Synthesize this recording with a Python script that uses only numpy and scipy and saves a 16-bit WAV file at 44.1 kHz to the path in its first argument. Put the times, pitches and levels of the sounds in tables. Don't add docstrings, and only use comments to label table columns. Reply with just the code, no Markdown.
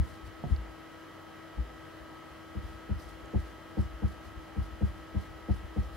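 import sys
import numpy as np
from scipy import signal
from scipy.fft import rfft, irfft, next_fast_len
from scipy.io import wavfile
from scipy.ndimage import uniform_filter1d

SR = 44100
rng = np.random.default_rng(int(sys.argv[2]) if len(sys.argv) > 2 else 0)


def wav_out(sig):
    wavfile.write(sys.argv[1], SR, np.round(np.clip(np.atleast_2d(sig).T, -1, 1) * 32767).astype(np.int16))


def ratio_of_db(decibels):
    return 10 ** (np.asarray(decibels, float) / 20)


N = 262836

# (frequency [Hz], relative level per Hz [dB])
ROOM_SPECTRUM = [(18, -53), (30, -3.5), (86, -18.5), (135, -9.5), (262, -7.5), (322, -4.5), (414, -9),
                 (624, -10.5), (1030, -13.5), (1260, -9.5), (1450, -14.5), (1950, -14.5), (2340, -20.5),
                 (3080, -23), (7000, -36), (9100, -65), (15400, -120)]
# (frequency [Hz], likeness [-1 to 1])
ROOM_LIKENESS = [(60, 0.77), (130, 1), (290, 0.15), (640, 0.86), (1410, 0.77), (3100, 0.68), (6820, 0.37),
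                 (15000, 0.02)]
# (frequency [Hz], left over right [dB])
ROOM_BALANCE = [(60, 1), (240, -0.5), (950, 2), (3770, 0.5), (15000, 0)]
# (frequency [Hz], relative level per Hz [dB])
MIC_SPECTRUM = [(2000, -12), (5000, -3), (10000, -2), (16000, -5)]
MOTOR_MULTIPLES = [1, 2, 3, 4, 5, 6, 10, 13, 15, 16, 18]
# (left level [dB], right level [dB], lead of the right port [radians])
MOTOR_LEVELS = [(-52.5, -59.5, 0.94), (-64, -64.5, -1.7), (-65, -76, -1.9), (-60, -58, -0.35),
                (-66.5, -67, 0.069), (-66.5, -65, -0.15), (-93, -94, -0.76), (-80, -84, 0.067),
                (-80.5, -87, -0.5), (-84, -82, -0.23), (-96, -96, .8)]
BUZZ_MULTIPLES = [3, 5, 6, 7, 8, 11, 18, 20, 21, 28, 29, 30, 31, 32, 33, 34, 40]
# (left level [dB], right level [dB], lead of the right port [radians])
BUZZ_LEVELS = [(-92, -101, -5), (-91, -62.5, -2), (-63.5, -74, -1.05), (-76.5, -89, 0), (-72, -66, -0.3),
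               (-82, -70.5, 0), (-79, -84, -0.6), (-78, -81.5, -0.5), (-79, -85, 3), (-86, -81, -2),
               (-77, -71, 1.5), (-74, -73, 1), (-72.5, -77.5, 1.06), (-74.5, -75.5, 0), (-84, -77, 0),
               (-82, -76.5, 2.5), (-80, -78.5, 1.5)]
FAN_MULTIPLES = [1, 1.6]
# (left level [dB], right level [dB], lead of the right port [radians])
FAN_LEVELS = [(-62.5, -64, -0.91), (-63, -68.5, 1.3)]
# (time [s], level [dB], pitch [Hz])
PEN_TICKS = [(0.563, -42.5, 4530), (3.258, -51.5, 6950), (3.788, -51, 4540)]
# (middle [s], length [s], level [dB])
STROKES = [(0.095, 0.24, -63), (0.267, 0.043, -61.5), (.52, 0.15, -66.5), (2.688, 0.22, -66),
           (3.01, 0.09, -61), (3.085, 0.16, -63.5), (3.395, 0.054, -65), (3.472, 0.2, -67),
           (3.82, .11, -62), (4.103, 0.15, -66), (4.266, 0.11, -65.5), (4.64, .1, -65.5),
           (4.874, 0.096, -66), (4.98, .12, -71), (5.224, 0.13, -63.5), (5.55, 0.16, -64),
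           (5.83, 0.18, -65), (5.95, .06, -63.5)]
# (frequency [Hz], relative level per Hz [dB])
FELT_SPECTRUM = [(1500, -11), (3500, 3), (5000, 3), (7000, -4), (10500, -3.5), (12500, -5.5),
                 (16000, -16.5)]
RATTLE_BAND = [500, 950]
# (time [s], force [dB], hardness: the blow is cushioned above this [Hz])
HARD_KNOCKS = [(-.0422, 5.5, 121), (0.4318, -14.5, 239), (0.4821, -16, 260), (1.562, -12, 230),
               (2.5382, -9.5, 272), (2.8805, -3, 210), (3.3263, -0.5, 313), (3.76, -0.9, 350),
               (4.0105, .1, 225), (4.551, -3.2, 196), (4.7998, .6, 236), (5.1335, -2.7, 224),
               (5.4746, 0.5, 278), (5.7518, -2.9, 313)]
# (time [s], force [dB], share that rocks the panel, with or against the push [factor])
SOFT_THUMPS = [(-.005, -4, 0.7), (0.0305, -14, 0.2), (0.204, -16, -.75), (0.4915, 11.5, 0.12),
               (0.5514, -14, -2.5), (1.554, -1.5, -1), (1.983, -15, 0.1), (2.6186, -5.5, 0.45),
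               (2.9287, -4.5, -.15), (3.0254, -15, -.4), (3.2, -17, -0.2), (3.364, -4, 0.9),
               (3.8264, -7.5, 0.4), (3.906, -13, -1), (4.091, -13, 0.1), (4.344, -8, 0.6),
               (4.5879, -4, 1.1), (4.7, -12, -0.2), (4.8196, -4, -.1), (4.865, -7, 0.4), (4.936, -14, -0.4),
               (5.273, -14.5, 0.8), (5.53, -11, 1.8), (5.614, -5.3, .45), (5.7746, -4, 0.9)]
# (time [s], force [dB])
HAND_WEIGHT = [(0, -69), (.58, -56), (.85, -73), (1.4, -74), (1.66, -63), (1.97, -71), (2.5, -67),
               (3.4, -63), (5.96, -60.5)]
# (frequency [Hz], time to fade by 60 dB [s], swing at left port [factor], swing at right port [factor])
BOARD_MODES = [(44.0, 0.151, 0.022, -0.019), (59.4, 0.072, -0.28, -0.081), (70.8, 0.131, 0.099, 0.18),
               (80.3, 0.071, 0.346, -0.114), (104.0, 0.112, -0.152, -0.098), (120.8, 0.152, 0.058, -0.055),
               (122.7, 0.056, -0.074, 0.262), (148.9, 0.167, 0.027, -0.04), (174.7, 0.142, 0.036, -0.056),
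               (198.8, 0.136, 0.05, -0.022), (193.8, 0.184, -0.014, 0.092), (211.5, 0.098, 0.004, -0.047),
               (286.4, 0.066, 0.076, 0.041), (303.4, 0.02, -0.191, -0.068), (362.6, 0.11, -0.047, 0.07),
               (372.4, 0.051, 0.108, -0.093), (481.3, 0.143, -0.004, -0.043),
               (534.7, 0.087, -0.025, -0.018), (643.0, 0.32, -0.002, 0.009), (741.1, 0.069, 0.002, -0.031),
               (779.6, 0.386, -0.006, -0.003), (878.4, 0.142, 0.016, 0.031), (949.3, 0.033, -0.022, -0.041)]
# (frequency [Hz], time to fade by 60 dB [s], swing at left port [factor], swing at right port [factor])
ROCKING_MODES = [(56, .4, .1, .08)]
# (frequency [Hz], time to fade by 60 dB [s], swing at left port [factor], swing at right port [factor])
RAP_MODES = [(111, 0.13, -0.023, 0.016), (147.6, 0.19, -0.015, -0.04), (238.5, 0.09, 0.004, 0.038),
             (388, 0.039, 0.016, 0.021), (544, 0.021, 0.022, 0.0085), (720, 0.092, 0.000081, -0.011),
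             (834, 0.022, -0.013, -0.027)]
# (frequency [Hz], gain [dB])
PATH_GAIN = [(30, -2), (50, 3.5), (100, 0), (160, 2.5), (250, 2.5), (500, 0.5), (1000, -5)]


def evened(x):
    return x / np.sqrt(np.mean(x ** 2) + 1e-20)


def read(points, hz):
    f, value = np.transpose(points)
    return np.interp(np.log(hz + 1), np.log(f + 1), value)


def along(rows):
    return np.interp(np.arange(N) / SR, *np.transpose(rows))


def drift(low_hz, top_hz):
    t = np.arange(0, N + 64, 64) / SR
    rates = np.geomspace(low_hz, top_hz, num=24)
    waves = [np.sin(2 * np.pi * (f * t + rng.random())) / np.sqrt(f) for f in rates]
    return np.interp(np.arange(N) / SR, t, evened(sum(waves)))


def hiss(spectrum, likeness, balance_db, patchy_db, size):
    hz = np.fft.rfftfreq(size, 1 / SR)[:, None]
    a, b, c, d, patches = rng.standard_normal((4 * N // size + 5, len(hz), 5)).T
    patches = uniform_filter1d(patches, size=12, axis=0)
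    patches = evened(uniform_filter1d(patches, size=10, axis=1))
    same = np.clip(read(likeness, hz), -1, 1)
    left = a + 1j * b
    right = same * left + np.sqrt(1 - same ** 2) * (c + 1j * d)
    tilt = ratio_of_db(balance_db(hz) / 2)
    z = np.array([left * tilt, right / tilt])
    z *= ratio_of_db(read(spectrum, hz) + patchy_db * patches)
    noise = signal.istft(z, nperseg=size, noverlap=3 * size // 4)[1]
    return evened(noise[:, :N])


def port_hiss():
    likeness = [(1000, 0.0041), (16000, 0.0047)]
    return ratio_of_db(-68) * hiss(MIC_SPECTRUM, likeness, np.zeros_like, .3, size=1024)


def room_noise():
    return ratio_of_db(-51.5) * hiss(ROOM_SPECTRUM, ROOM_LIKENESS, lambda hz: read(ROOM_BALANCE, hz), 0.88, size=2048)


def tones(base_hz, multiples, levels, wander, waver_db):
    turns = np.cumsum(base_hz * (1 + wander * drift(.3, 8.08))) / SR
    out = np.zeros((2, N))
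    for k, (left_db, right_db, lead) in zip(multiples, levels):
        phase = 2 * np.pi * (k * turns + rng.random()) + np.array([[0], [lead]])
        level_db = [[left_db], [right_db]] + waver_db * drift(1.5, 25)
        out += np.sqrt(2) * ratio_of_db(level_db) * np.sin(phase)
    return out


def hum():
    motor = tones(322.15, MOTOR_MULTIPLES, MOTOR_LEVELS, 0.00052, 0.78)
    mains = tones(100.02, BUZZ_MULTIPLES, BUZZ_LEVELS, .0001, 0.87)
    fan = tones(92.3, FAN_MULTIPLES, FAN_LEVELS, 0.011, 1.7)
    return motor + mains + fan


def ticks():
    tick_s = 0.0015
    out, t = np.zeros(N), np.arange(600) / SR
    for s, db, hz in PEN_TICKS:
        swell = np.sin(np.pi * np.minimum(t / tick_s, 1)) ** 2
        out[round(s * SR):][:600] += ratio_of_db(db) * swell * np.sin(2 * np.pi * hz * t)
    return out


def strokes(stretch):
    t = np.arange(N) / SR
    return sum(ratio_of_db(db) * np.exp(-8 * ((t - s) / (stretch * length)) ** 2) for s, length, db in STROKES)


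def felt():
    grain = evened(uniform_filter1d(rng.standard_normal(N), size=40))
    rub = hiss(FELT_SPECTRUM, [(1000, 0.96), (16000, 0.17)], np.zeros_like, 1.8, size=256)
    uneven = ratio_of_db(1.7 * grain + 1.3 * drift(18, 90))
    return strokes(1) * evened(uneven * rub)


def cracks():
    lag_s, rise_s, fade_s = .014, 0.0084, 0.079
    out, t = np.zeros((2, N + SR)), np.arange(4000) / SR
    shape = np.minimum(t / rise_s, 1) * ratio_of_db(-60 * t / fade_s)
    band = signal.butter(4, RATTLE_BAND, "band", fs=SR, output="sos")
    noises = rng.standard_normal((len(HARD_KNOCKS), 2, len(t)))
    for (s, db, hard_hz), (a, b) in zip(HARD_KNOCKS, noises):
        rattle = signal.sosfilt(band, shape * np.array([a, 0.44 * a + 0.71 * b]))
        rattle /= np.abs(rattle).max()
        at = round((s + lag_s) * SR) + SR // 2
        out[:, at:at + len(t)] += ratio_of_db(db - 39) * hard_hz / 250 * rattle
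    return out[:, SR // 2:][:, :N]


def ringing(modes, size):
    t = np.arange(SR // 2) / SR
    ring = sum(np.outer(swing, ratio_of_db(-60 * t / fade_s) * np.sin(2 * np.pi * f * t))
               for f, fade_s, *swing in modes)
    return rfft(ring, size)[:, :size // 16]


def walls(size):
    fade_s, bass_hz = 0.11, 136
    t = np.arange(SR // 2) / SR
    tail = rng.standard_normal((2, len(t))) * ratio_of_db(-60 * t / fade_s) * (t > .004)
    hz = np.fft.rfftfreq(size, 1 / SR)[:size // 16]
    echo = rfft(tail / np.linalg.norm(tail[0]), size)[:, :len(hz)]
    return echo * ratio_of_db(-3) * hz ** 2 / (hz ** 2 + bass_hz ** 2)


def knocks(hz):
    lag = 2.64 * np.sqrt(hz)
    high = hz ** 2 / (hz ** 2 + 350 ** 2)
    # time, force, hardness [Hz], no push under this [Hz], factor on the lag, share that rocks the panel
    blows = [(s, db, hard_hz, 21.6, 1.02, 0.16) for s, db, hard_hz in HARD_KNOCKS]
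    blows += [(s, db, 50, 21, 0.794, share) for s, db, share in SOFT_THUMPS]
    spots = rng.random((len(blows), 2))
    force, rock = 0, 0
    for (s, db, hard_hz, rebound_hz, distance, share), (turn, step) in zip(blows, spots):
        blow = ratio_of_db(db) * 1j * hz / (1j * hz + rebound_hz) / (1 + 1j * hz / hard_hz) ** 2
        blow *= ratio_of_db(3 * high * np.sin(2 * np.pi * turn + (.5 + step) * np.sqrt(hz)))
        blow *= np.exp(-1j * (2 * np.pi * hz * s + distance * lag))
        force, rock = force + blow, rock + share * blow
    return force, rock


def drag(size, hz):
    strength = ratio_of_db(along(HAND_WEIGHT)) + ratio_of_db(5) * strokes(0.97)
    slips = rng.standard_normal(N) * strength
    slips *= ratio_of_db(2 * drift(4.5, 16))
    return rfft(slips, size)[:len(hz)] / (1 + 1j * hz / 120) ** 2


def board():
    size = next_fast_len(N + SR)
    hz = np.fft.rfftfreq(size, 1 / SR)[:size // 16]
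    force, rock = knocks(hz)
    force = force + drag(size, hz)
    rap = ringing(RAP_MODES, size) * np.exp(-2j * np.pi * hz * .4385)
    shaken = ringing(BOARD_MODES, size) * force + ringing(ROCKING_MODES, size) * rock
    near = ratio_of_db(read(PATH_GAIN, hz)) * shaken + rap
    echoes = walls(size) * near[::-1]
    return irfft(near + echoes, size)[:, :N]


def scene():
    return room_noise() + hum() + ticks() + felt() + cracks() + board()


def band_limit(x):
    return signal.sosfilt(signal.butter(12, 16400, fs=SR, output="sos"), x)


def record(dry):
    noisy = dry + port_hiss()
    bass_cut = signal.butter(3, 33, "high", fs=SR, output="sos")
    noisy = signal.sosfiltfilt(bass_cut, noisy)
    treble_cut = signal.firwin(1023, 15740, window=("kaiser", 9), fs=SR)
    mix = signal.oaconvolve(noisy, treble_cut[None], "same")
    return band_limit(mix)


dry = scene()
out = record(dry)
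wav_out(out)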